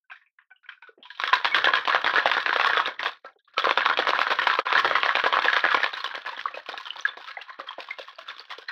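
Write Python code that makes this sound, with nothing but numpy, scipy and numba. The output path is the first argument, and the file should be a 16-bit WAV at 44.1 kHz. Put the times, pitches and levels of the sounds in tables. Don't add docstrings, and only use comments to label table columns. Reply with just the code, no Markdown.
import sys
import numpy as np
from scipy import signal
from scipy.fft import rfft, irfft
from scipy.io import wavfile
from scipy.ndimage import uniform_filter1d, minimum_filter1d
from numba import njit

SR = 44100
rng = np.random.default_rng(int(sys.argv[2]) if len(sys.argv) > 2 else 0)


def to_wav(s):
    ch = np.atleast_2d(s).T
    pcm = np.round(np.clip(ch, -1, 1) * 32767)
    wavfile.write(sys.argv[1], SR, pcm.astype(np.int16))


N = 384111


def from_db(db):
    return 10 ** (np.asarray(db) / 20)


def train(at, sizes):
    return np.bincount(np.clip(at, 0, N - 1), sizes, N)


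def decay(x, t60):
    return signal.lfilter([1], [1, -from_db(-60 / (t60 * SR))], x + 1e-18)


def swell(clicks, t60, rise_s):
    return decay(clicks, t60) - decay(clicks, min(rise_s, t60 / 2))


def filtered(x, order, edge_hz, kind):
    return signal.sosfilt(signal.butter(order, edge_hz, kind, fs=SR, output="sos"), x)


@njit
def spin(clicks, turn):
    out, z = np.empty(len(clicks)), 0j
    for i in range(len(clicks)):
        z = z * turn[i >> 6] + clicks[i]
        out[i] = z.imag
    return out


def ring(clicks, hz, t60):
    return spin(clicks + 1e-18, from_db(-60 / (t60 * SR)) * np.exp(2j * np.pi * hz / SR))


KITCHEN_T60_S, KITCHEN_DB = 0.19, -11


def dying_noise(t60):
    count = int(t60 * SR)
    tail = rng.standard_normal(SR)[:count] * from_db(-60 * np.arange(count) / count)
    return tail / np.sqrt(np.sum(tail ** 2))


def kitchen(x):
    echoes = np.r_[np.zeros(int(.004 * SR)), dying_noise(KITCHEN_T60_S)]
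    return signal.fftconvolve(x, echoes)[:N]


# start_s, end_s
HARD_SHAKING = [(1.19, 3.1), (3.56, 5.9)]


def shaken_hard(s):
    return sum((s > a) & (s < b) for a, b in HARD_SHAKING) > 0


WANDER, WANDER_PER_S = 0.034, 23
STILL_SHARE = 0.3


def wander():
    s = np.arange(N // 64 + 1) * 64 / SR
    depth = WANDER * np.where(s < HARD_SHAKING[0][0], STILL_SHARE, 1)
    return 1 + depth * np.interp(s * WANDER_PER_S, np.arange(1000), rng.standard_normal(1000))


# pitch_hz, level_db, t60_s
SHELL = [(262, 0, 0.039), (397, -6.5, 0.037), (480, 0, 0.032), (594, 1, 0.019), (752, 3.5, 0.018),
         (929, -9.5, 0.078), (1045, 2.5, 0.041), (1156, 1, 0.033), (1331, -2, 0.061), (1494, -4, 0.051),
         (1640, -2.5, 0.074), (1845, 2, 0.025), (2147, -4.5, 0.035), (2406, 7, 0.01), (2758, 1.5, 0.019),
         (2970, 4.5, 0.011), (3370, 7, 0.016), (3684, 7.5, 0.012), (4074, 5, 0.016), (4350, -4, 0.081),
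         (5840, 2, 0.084)]
# low_hz, high_hz
CRACK_HZ = [(500, 2140), (800, 3600), (1500, 6000)]
TICK_DB, THUD_DB = 20, 16.5
MOST_CYCLES = 90


def shell(at, level_db, spot_hz, treble_db, bass_db, focus_db, scatter_db, contact_s, rise_s, clack_db, ring_share,
          treble_hz, crack_db):
    chance = rng.standard_normal((len(at), len(SHELL), 2))
    chatter = rng.standard_normal((2, N)) / np.sqrt(contact_s * SR / 14)
    out = np.zeros(N)
    for k, (hz, mode_db, t60) in enumerate(SHELL):
        away = np.minimum(np.abs(np.log2(hz / spot_hz)) / 0.27, 1)
        treble_tilt_db = treble_db * np.clip(np.log2(hz / treble_hz) * 2, 0, 1)
        bass_tilt_db = bass_db * np.clip(np.log2(1000 / hz) * 2, 0, 1)
        off_spot_db = treble_tilt_db + bass_tilt_db - focus_db + scatter_db * chance[:, k, 0]
        strength = from_db(level_db + mode_db + away * off_spot_db)
        blows = train(at, strength * np.sign(chance[:, k, 1]))
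        longest = min(t60 * ring_share, MOST_CYCLES / hz)
        bent_hz = hz * wander()
        out += ring(blows, bent_hz, longest) - ring(blows, bent_hz, min(rise_s, longest / 2))
        clack = swell(train(at, strength), contact_s, rise_s) * chatter[k % 2]
        out += from_db(clack_db) * filtered(clack, 2, [hz / 1.07, hz * 1.07], "band")

    tick_size = from_db(level_db + 0.71 * treble_db + 2.3 * chance[:, 0, 1])
    tick = swell(train(at, tick_size), 2.34 * contact_s, 0.071 * rise_s) * chatter[0]
    thud = swell(train(at, from_db(level_db + bass_db)), contact_s, rise_s) * chatter[1]

    crack_level_db = level_db + crack_db + 0.4 * np.minimum(treble_db, 0) + 4.04 * chance[:, 1, 0]
    crack = from_db(crack_level_db) * np.sign(chance[:, 1, 1])
    colour = np.argmax(chance[:, :len(CRACK_HZ), 1], axis=1)
    for k, edges_hz in enumerate(CRACK_HZ):
        out += filtered(train(at, crack * (colour == k)) + 1e-18, 2, edges_hz, "band")
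    out += from_db(TICK_DB) * filtered(tick, 2, 5800, "high")
    return out + from_db(THUD_DB) * filtered(thud, 1, 150, "low")


SLOSH_DB, SURGE_S, SLOSH_RING, SLOSH_TOP_HZ = (-40, -41), 0.022, 0.37, 4470
SLOSH_BASS_HZ, SPRAY_DB = 640, 18
RUMBLE_DB, RUMBLE_HZ = (39, 34.5), 244
LUMP_DB, LUMPS_PER_S = 5, 14


def slosh(flow):
    t = np.arange(N) / SR
    width = int(SURGE_S * SR)
    surge = uniform_filter1d(uniform_filter1d(flow, size=width), size=width)
    wash = surge * rng.standard_normal(N)
    lumps = from_db(LUMP_DB * np.interp(t * LUMPS_PER_S, np.arange(1000), rng.standard_normal(1000)))
    rumble = filtered(wash * lumps, 2, RUMBLE_HZ, "low")
    spray = filtered(wash, 4, 5000, "high")
    wash = filtered(wash, 2, [SLOSH_BASS_HZ, SLOSH_TOP_HZ], "band")
    rings = np.zeros(N)
    for k, (hz, db, t60) in enumerate(SHELL):
        rings += (-1) ** k * from_db(db) * ring(wash, hz * wander(), t60 * SLOSH_RING)
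    return rings + from_db(SPRAY_DB) * spray + from_db(np.where(shaken_hard(t), *RUMBLE_DB)) * rumble


TUMBLE_DB, TUMBLE_PER_S = (-14, -14), (450.0, 330)
TUMBLE_FOCUS_DB = (16, 21)
SETTLE_DB_PER_S = (215, 201)


def tumble(rows, spread_db=6.0):
    s, peak_db, spot_hz, treble_db, bass_db = rows[np.argsort(rows[:, 0])].T
    peak_db = np.minimum(peak_db, signal.medfilt(peak_db, kernel_size=7) + 4.0)
    t = np.arange(N) / SR
    hard = shaken_hard(t)
    at = np.flatnonzero(rng.random(N) < np.where(hard, *TUMBLE_PER_S) / SR)
    size, spot = rng.random((2, N))[:, at]
    last = np.maximum(np.searchsorted(s, t) - 1, 0)
    settled_db = np.cumsum(np.where(t < HARD_SHAKING[-1][1], *SETTLE_DB_PER_S)) / SR
    stirred_db = np.maximum.accumulate(peak_db + settled_db[(s * SR).astype(int)])[last] - settled_db
    stirred_db[t < s[0]] = -200
    liquid = slosh(from_db(stirred_db + np.where(hard, *SLOSH_DB)))
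    level_db = stirred_db[at] + np.where(hard[at], *TUMBLE_DB) - spread_db * np.log(size + 1 / 12)
    last = last[at]
    chip_hz = spot_hz[last] * 3.944 ** (2 * spot - 1)
    chips = shell(at, level_db, chip_hz, 0.54 * (treble_db[last] + 7.5), 0.79 * (bass_db[last] + 14.5),
                  focus_db=np.where(hard[at], *TUMBLE_FOCUS_DB), scatter_db=6.0, contact_s=0.007, rise_s=0.0032,
                  clack_db=14.0, ring_share=0.79, treble_hz=1980, crack_db=7.5)
    return liquid + chips


# start_s, level_db, spot_hz, treble_db, bass_db
HANDLING = [(0.099, -33.5, 2260, -45, -43), (0.113, -25.5, 1530, -9, -44), (0.156, -38.5, 1850, -6, -57),
            (0.214, -46, 1840, -26, -63), (0.26, -54, 2320, -25, -42), (0.386, -38.5, 1480, -29, -70),
            (0.413, -51, 1920, -21, -70), (0.504, -44, 1520, -48, -26), (0.562, -60, 2920, -11, -61),
            (0.631, -46.5, 1530, -4, -45), (0.657, -43, 1570, -38, -64), (0.688, -26.5, 1610, -8, -80),
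            (0.719, -33.5, 1460, -16, -70), (0.822, -35, 1490, -11, -34.5), (0.871, -39, 1330, -6, -40),
            (0.888, -56, 423, -50, -15), (0.98, -53, 400, -51, 1), (1.001, -52, 297, -51, -1.5),
            (1.029, -38.5, 3250, 3, -23), (1.053, -28.5, 900, -5, -62.5), (1.102, -32, 1640, 5, -51),
            (1.148, -40.5, 2800, 6, -54.5), (3.357, -52.5, 536, -46.5, 2), (3.387, -57.5, 1630, 17, -18),
            (3.445, -53.5, 4000, -9, -28)]
HANDLED_TUMBLE_DB = -6


def handling():
    s, peak_db, spot_hz, treble_db, bass_db = np.transpose(HANDLING)
    return shell((s * SR).astype(int), peak_db + 2.0, spot_hz, treble_db + 1.5, bass_db + 21.5, scatter_db=4.0,
                 focus_db=17.5, contact_s=0.11, rise_s=0.0048, clack_db=36.5, ring_share=0.84,
                 treble_hz=2770, crack_db=-8.0)


# start_s, level_db, pitch_hz, length_s
PINGS = [(0.04, -60, 1530, 0.02), (0.112, -33, 1560, 0.0072), (0.113, -34.5, 750, 0.01),
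         (0.388, -31.5, 1840, 0.0029), (0.51, -43, 760, 0.016), (0.51, -33.5, 1513, 0.017),
         (0.511, -39, 2330, 0.011), (0.56, -41, 2900, 0.0067), (0.641, -39, 1480, 0.013),
         (0.66, -36, 2260, 0.0055), (0.69, -26, 3140, 0.005), (0.775, -40.5, 1510, 0.0085),
         (0.824, -32.5, 2390, 0.0054), (0.826, -34, 924, 0.0078), (0.83, -36, 1490, 0.024),
         (0.877, -36, 1470, 0.023), (0.89, -24.5, 430, 0.0098), (0.976, -26, 374, 0.011),
         (0.992, -22, 235, 0.014), (1.027, -25.5, 3270, 0.0034), (1.048, -36.5, 988, 0.028),
         (1.105, -35.5, 980, 0.025), (1.106, -37, 1620, 0.008), (1.327, -5, 997, 0.02),
         (1.514, -15.5, 2226, 0.029), (1.684, -6.5, 1064, 0.013), (2.991, -20, 1880, 0.012),
         (3.25, -28.5, 1324, 0.028), (3.289, -41, 779, 0.024), (3.358, -34, 404, 0.021),
         (3.392, -50.5, 1640, 0.025), (3.478, -36.5, 1190, 0.0075), (3.567, -15, 1315, 0.029),
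         (4.775, -14, 1820, 0.018), (5.939, -10.5, 3930, 0.0031), (6.001, -18, 4230, 0.0079),
         (6.062, -14, 3020, 0.0035), (6.327, -22.5, 925, 0.012), (6.395, -12.5, 1820, 0.0022),
         (6.456, -6, 1150, 0.005), (6.54, -26.5, 2556, 0.016), (6.573, -13.5, 575, 0.0048),
         (6.801, -21, 1055, 0.0044), (6.866, -21, 3150, 0.0043), (6.905, -11, 2970, 0.0031),
         (6.961, -21, 880, 0.0026), (7.008, -1.5, 6000, 0.0028), (7.051, -6, 1663, 0.0078),
         (7.087, -18, 3520, 0.0075), (7.274, -29, 1300, 0.023), (7.372, -19, 773, 0.0075),
         (7.369, -18.5, 2015, 0.0053), (7.413, -25, 2780, 0.0063), (7.594, -25, 545, 0.017),
         (7.688, -16.5, 3250, 0.0058), (7.782, -16, 680, 0.0043), (7.908, -16, 2114, 0.0079),
         (7.996, -15.5, 540, 0.0043), (8.157, -24, 4660, 0.0026), (8.184, -23.5, 650, 0.011),
         (8.287, -17, 3550, 0.0036), (8.395, -11, 4520, 0.0025), (8.511, -21.5, 1058, 0.0062),
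         (8.584, -20, 425, 0.0055), (8.692, -23.5, 1890, 0.012), (8.683, -18.5, 4130, 0.0096)]


def pings():
    out = np.zeros(N + SR)
    for (s, peak_db, hz, length), phase in zip(PINGS, rng.random(len(PINGS))):
        t = np.arange(int(4 * length * SR)) / SR
        u = 3 * t / length
        envelope = u * np.exp(1 - u)
        tone = np.sin(2 * np.pi * (hz * t + phase))
        out[int(s * SR):][:len(t)] += from_db(peak_db - 5.0) * envelope * tone
    return out[:N]


# start_s, level_db
REBOUNDS = [(1.686, -13), (1.752, -12.5), (1.785, -11), (1.882, -6.5), (1.937, -12.5), (1.962, -5),
            (1.979, -15.5), (2.071, -11.5), (2.077, -7), (2.173, -11), (2.264, -12), (2.273, -10.5),
            (2.298, -13.5), (2.336, -15.5), (2.381, -8.5), (2.468, -12), (2.479, -11.5), (2.493, -5.5),
            (2.507, -10), (2.539, -12), (2.612, -4.5), (2.639, -11.0), (2.8, -5.5), (3.654, -5.5),
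            (3.71, -6), (3.784, -10.5), (3.826, -9), (3.86, 0), (3.87, -11), (3.899, -6.5), (3.997, -14.5),
            (4.106, -12.5), (4.319, -6.5), (4.324, -6.5), (4.433, -13), (4.503, -7.5), (4.512, -6),
            (4.538, -6), (4.553, -5.5), (4.72, -11), (4.763, -7.5), (4.855, -13), (4.964, -19),
            (5.05, -13.5), (5.109, -13.0), (5.169, -11.0), (5.198, -12.5), (5.245, -13.5), (5.338, -8),
            (5.343, -13.5), (5.356, -9), (5.379, -11), (5.389, -7), (5.457, -18.5), (5.501, -10),
            (5.556, -14.5), (5.652, -7.5), (5.663, -9), (5.726, -15.5), (5.75, -10.5), (5.842, -5.5),
            (5.982, -27.5), (6.075, -19), (6.091, -28), (6.141, -23.5), (6.177, -21.5), (6.251, -32.5),
            (6.286, -25), (6.412, -25.5), (6.996, -29), (7.099, -33), (7.73, -29), (7.824, -42),
            (8.292, -26), (8.301, -22.5), (8.307, -23), (8.496, -40.5)]


def rebounds(rows):
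    rows, (s, peak_db) = rows[np.argsort(rows[:, 0])], np.transpose(REBOUNDS)
    before = rows[np.searchsorted(rows[:, 0], s) - 1]
    return np.c_[s, peak_db, before[:, 2] * 1.12 ** rng.standard_normal(len(s)), before[:, 3:]]


# start_s, level_db, spot_hz, treble_db, bass_db
KNOCKS = [(1.174, -29.5, 3600, -2, -25.5), (1.198, -16, 3230, 1, -36.5), (1.236, -9, 1700, -6, -24.5),
          (1.275, -14, 1820, -14.5, -24), (1.329, -3, 1065, -9, -33), (1.453, -5.5, 1070, -18.5, -24.5),
          (1.445, -5, 1530, -7.5, -23), (1.544, 1, 1820, -13.5, -31.5), (1.584, -6.5, 1500, -22, -39.5),
          (1.642, -2.5, 1320, -9, -17.5), (1.67, -2.5, 1670, -27, -18), (1.735, -1.5, 1470, -14, -20.5),
          (1.771, -8.5, 1580, -17, -24.5), (1.851, -19, 3630, -5, -15.5), (1.874, -10, 1010, -8.5, -14),
          (1.895, -4, 1366, -23, -39), (1.923, -7, 1610, -17.5, -28.5), (1.946, -3, 1200, -19.5, -22),
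          (2.043, -8, 3380, -20, -11.5), (2.062, -8, 1650, -12.5, -20), (2.094, -6.5, 1640, -26, -26.5),
          (2.137, -9.5, 1040, -15, -13), (2.157, -4.5, 1580, -13, -23), (2.18, -2.5, 1550, -27.5, -17.5),
          (2.256, -5, 1760, -7, -14.5), (2.314, -3.5, 1540, -13, -40), (2.348, -9.5, 1640, -14.5, -26.5),
          (2.367, -5, 1570, -25, -18), (2.401, -12.5, 1630, -12, -54), (2.46, -5.5, 1576, -18, -21),
          (2.528, -5, 1656, -25.5, -30), (2.56, -6.5, 1190, -13, -16), (2.596, -4.5, 1860, -13.5, -25),
          (2.645, -4, 1240, -12.5, -22), (2.672, -6, 1400, -19.5, -23.5), (2.697, -6.5, 1620, -23, -25),
          (2.732, -7, 1620, -15.5, -19), (2.77, -4, 1390, -19.5, -15.5), (2.794, -6, 1060, -23.5, -28),
          (2.857, -8.5, 1370, -7.5, -15), (2.879, -13.5, 1440, -24, -13), (2.993, -12.5, 1820, -16.5, -35),
          (3.029, -10, 1065, -7, -17.5), (3.058, -8.5, 1540, -12.5, -19), (3.246, -23.5, 1220, -17.5, -4),
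          (3.475, -35.5, 1196, -22.5, -50), (3.537, -28, 1390, -9.5, -26), (3.579, -9, 1330, -2, -18),
          (3.641, -6, 1130, -18, -23), (3.669, -7.5, 920, -29.5, -10.5), (3.691, -10, 1040, -9.5, -16),
          (3.774, -4.5, 1170, -18.5, -19.5), (3.806, -6.5, 1540, -25, -30.5),
          (3.852, -6.5, 1140, -15.5, -30.5), (3.888, -6, 1180, -19.5, -17),
          (3.91, -7.5, 1020, -29.5, -25.5), (3.972, -11.5, 1160, -2, -15), (3.988, -7, 1140, -15, -8),
          (4.022, -9, 1710, -21, -22.5), (4.069, -4, 950, -20.5, -20), (4.09, -9.5, 1100, -2, -13.5),
          (4.132, -3.5, 1050, -24, -22), (4.189, -6, 1050, -10.5, -10.5), (4.214, -7.5, 1150, -14.5, -31.5),
          (4.267, -7, 1430, -23.5, -22), (4.302, -5, 1145, -14.5, -17.5), (4.387, -4.5, 1025, -19.5, -25.5),
          (4.416, -6, 1520, -17, -23), (4.469, -2.5, 990, -16, -23), (4.498, -5, 1640, -20, -32),
          (4.528, -10, 1130, -16, -41), (4.588, -5, 1165, -14, -15), (4.666, -9, 1050, -22.5, -22),
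          (4.704, -12.5, 1050, -22, -39.5), (4.726, -7, 1160, -16.5, -22), (4.751, -5.5, 1646, -24, -23),
          (4.777, -8, 1850, -16, -23.5), (4.845, -6.5, 1165, -16, -17.5), (4.91, -7.5, 1310, -23, -19.5),
          (4.952, -4.5, 1110, -14.5, -29), (5.031, -4.5, 1200, -17.5, -26),
          (5.059, -10.5, 1820, -18.5, -26), (5.09, -8, 1450, -20, -36.5), (5.152, -11, 1150, -11, -14),
          (5.189, -14.5, 1320, -10.5, -42.5), (5.238, -7, 1270, -18, -17), (5.26, -8.5, 1640, -16.5, -13.5),
          (5.325, -5, 955, -18, -25), (5.368, -7.5, 1130, -22, -20), (5.42, -14, 1630, -6, -25.5),
          (5.443, -9.5, 1090, -15.5, -10.5), (5.482, -9, 1640, -16, -51.5), (5.529, -8.5, 1800, -20, -30),
          (5.564, -6.5, 1760, -10.5, -21), (5.569, -9, 1090, -20, -26), (5.639, -6, 1640, -27.5, -18),
          (5.686, -9, 1660, -21.5, -32), (5.715, -10, 1540, -13.5, -21.5), (5.744, -8, 1440, -18, -19),
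          (5.771, -10, 1720, -29.5, -15), (5.802, -14.5, 1860, -15, -24), (5.831, -10, 1680, -10, -21),
          (5.861, -15.5, 1040, -11.5, -31), (5.932, -15, 1600, -9, -16.5), (5.968, -15, 1490, -12, -38),
          (6.004, -19.5, 1050, 0.5, -32.5), (6.041, -15.5, 1300, -1, -23), (6.057, -18.5, 1040, -8.5, -21),
          (6.103, -15.5, 950, -23.5, -31.5), (6.149, -14.5, 1690, -8, -17),
          (6.259, -13.5, 1550, -10, -25.5), (6.278, -16.5, 1104, -21, -16), (6.322, -18, 940, -22, -23),
          (6.374, -20.5, 1730, -9, -10.5), (6.392, -20, 1880, -3, -38), (6.459, -15, 1460, -28.5, -30),
          (6.542, -21, 2580, -10, -13), (6.572, -21.5, 520, -7.5, -19), (6.661, -25.5, 3200, 1, -23),
          (6.688, -16.5, 1510, -1, -2), (6.739, -19.5, 1390, -21, -10.5), (6.776, -20.5, 3830, 4.5, -16),
          (6.799, -26, 1140, 3, -47), (6.855, -21, 3160, -5.5, -23), (6.904, -24.5, 3150, -12.5, -48),
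          (6.957, -20, 935, -13, -25), (6.984, -27.5, 1044, 0, -21), (7.053, -10, 1340, -9.5, -58),
          (7.079, -19, 1730, -44, -21), (7.171, -22.5, 503, -7, -3), (7.21, -27, 1010, -2, -30),
          (7.243, -27.5, 1050, -0.5, -30), (7.274, -20, 1234, -12, -40), (7.29, -21, 1300, -11, -48),
          (7.369, -22.5, 770, -36, -9), (7.412, -26, 2140, -8, -36), (7.482, -20, 1070, -33, -66),
          (7.589, -21.5, 550, -18, -4), (7.671, -18, 1270, -10.5, -30.5), (7.687, -22, 3150, -25, -35),
          (7.784, -19, 720, -19, -9), (7.803, -23, 875, 3, -13), (7.886, -23.5, 1170, -9, -28),
          (7.906, -22.5, 2290, -1, -20), (7.985, -21, 566, 0, -18), (8.013, -27, 3400, 3, -24),
          (8.077, -25, 1750, -3, -52), (8.185, -22, 620, -4, -35), (8.262, -27.5, 1380, -13, -29),
          (8.282, -18, 1300, -9, -33), (8.365, -29.5, 3470, 0, -14), (8.399, -27, 5000, 1, -13.5),
          (8.503, -18.5, 2170, -3.5, -37), (8.582, -26.5, 500, 3, -19), (8.685, -15.5, 1870, -11, -34)]


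def knocks(rows, hard):
    struck = rows[hard] + [0.0012, 0, 0, 0, 0]
    s, peak_db, spot_hz, treble_db, bass_db = np.r_[struck, rebounds(rows)].T
    clacks = shell((s * SR).astype(int), peak_db - 2.5, spot_hz, treble_db + 10.0, bass_db + 24.0, focus_db=11.5,
                   scatter_db=5.5, contact_s=0.014, rise_s=0.0012, clack_db=20.0, ring_share=0.48, treble_hz=1820,
                   crack_db=20.5)
    s, peak_db, spot_hz, treble_db, bass_db = rows[~hard].T
    clean_db = np.maximum(-37.0 - treble_db - bass_db, 0)
    rounded = shell((s * SR).astype(int), peak_db + 2.0, spot_hz, treble_db + 3.5, bass_db + 20.0, scatter_db=6.0,
                    focus_db=17.5 + 0.74 * clean_db, contact_s=0.026, rise_s=0.025, clack_db=13.0,
                    ring_share=0.68, treble_hz=1940, crack_db=6.5)
    return clacks, rounded


# time_s, level_db
DIP = [(4.594, -2), (4.627, -20.5), (4.646, -42), (4.656, 1)]


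def scene():
    rows = np.array(KNOCKS)
    clacks, rounded = knocks(rows, shaken_hard(rows[:, 0]))
    rounded = rounded + pings()
    handled = HANDLING + np.array([0, HANDLED_TUMBLE_DB, 0, 0, 0])
    rattle = clacks + handling() + tumble(np.r_[rows, handled])
    heard = rattle + rounded + from_db(KITCHEN_DB) * kitchen(rattle + from_db(-0.5) * rounded)
    return (heard * from_db(np.interp(np.arange(N) / SR, *np.transpose(DIP))))[None]


SUPPRESS_BELOW_DB = -90.5


def suppressor(x, steady_db=-33.5, size=512):
    bins = signal.stft(x, nperseg=size, noverlap=size * 3 // 4)[2]
    power = np.abs(bins) ** 2
    power = np.maximum(uniform_filter1d(uniform_filter1d(power, size=7, axis=0), size=3, axis=1), 0)
    steady = signal.lfilter([.006], [1, -.994], power, axis=1)
    above = power / (from_db(2 * SUPPRESS_BELOW_DB) + from_db(steady_db) ** 2 * steady)
    gain = above ** 1.526 / (1 + above ** 1.4898)
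    return signal.istft(bins * gain, nperseg=size, noverlap=size * 3 // 4)[1][:N]


def causal_colour(points, size=4096):
    hz, level_db = np.transpose(points)
    grid = np.log(np.maximum(np.fft.rfftfreq(size, 1 / SR), 1))
    cepstrum = irfft(np.log(from_db(np.interp(grid, np.log(hz), level_db))))
    cepstrum[1:size // 2] *= 2
    cepstrum[size // 2 + 1:] = 0
    return irfft(np.exp(rfft(cepstrum)))


LIMIT = .62


def limiter(x, size=89):
    gain = np.minimum(1, LIMIT / (np.abs(x) + 1e-9))
    return x * uniform_filter1d(minimum_filter1d(gain, size=size), size=size)


# pitch_hz, level_db
MICROPHONE = [(30, -47.5), (212, -32), (480, -11.5), (835, -8), (1030, -7), (1660, -4.5), (2160, -5.5),
              (3660, -8.5), (5300, -24), (7280, -49), (10500, -54), (12300, -70), (15200, -39),
              (16500, -70)]
SELF_NOISE_DB, CUTOFF_HZ = -100, 15900


def record(dry):
    sound = signal.fftconvolve(suppressor(dry[0]), causal_colour(MICROPHONE))[:N]
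    sound = limiter(sound) + from_db(SELF_NOISE_DB) * rng.standard_normal(N)
    return signal.sosfilt(signal.cheby2(12, 60, CUTOFF_HZ, fs=SR, output="sos"), sound)[None]


dry = scene()
out = record(dry)
to_wav(out)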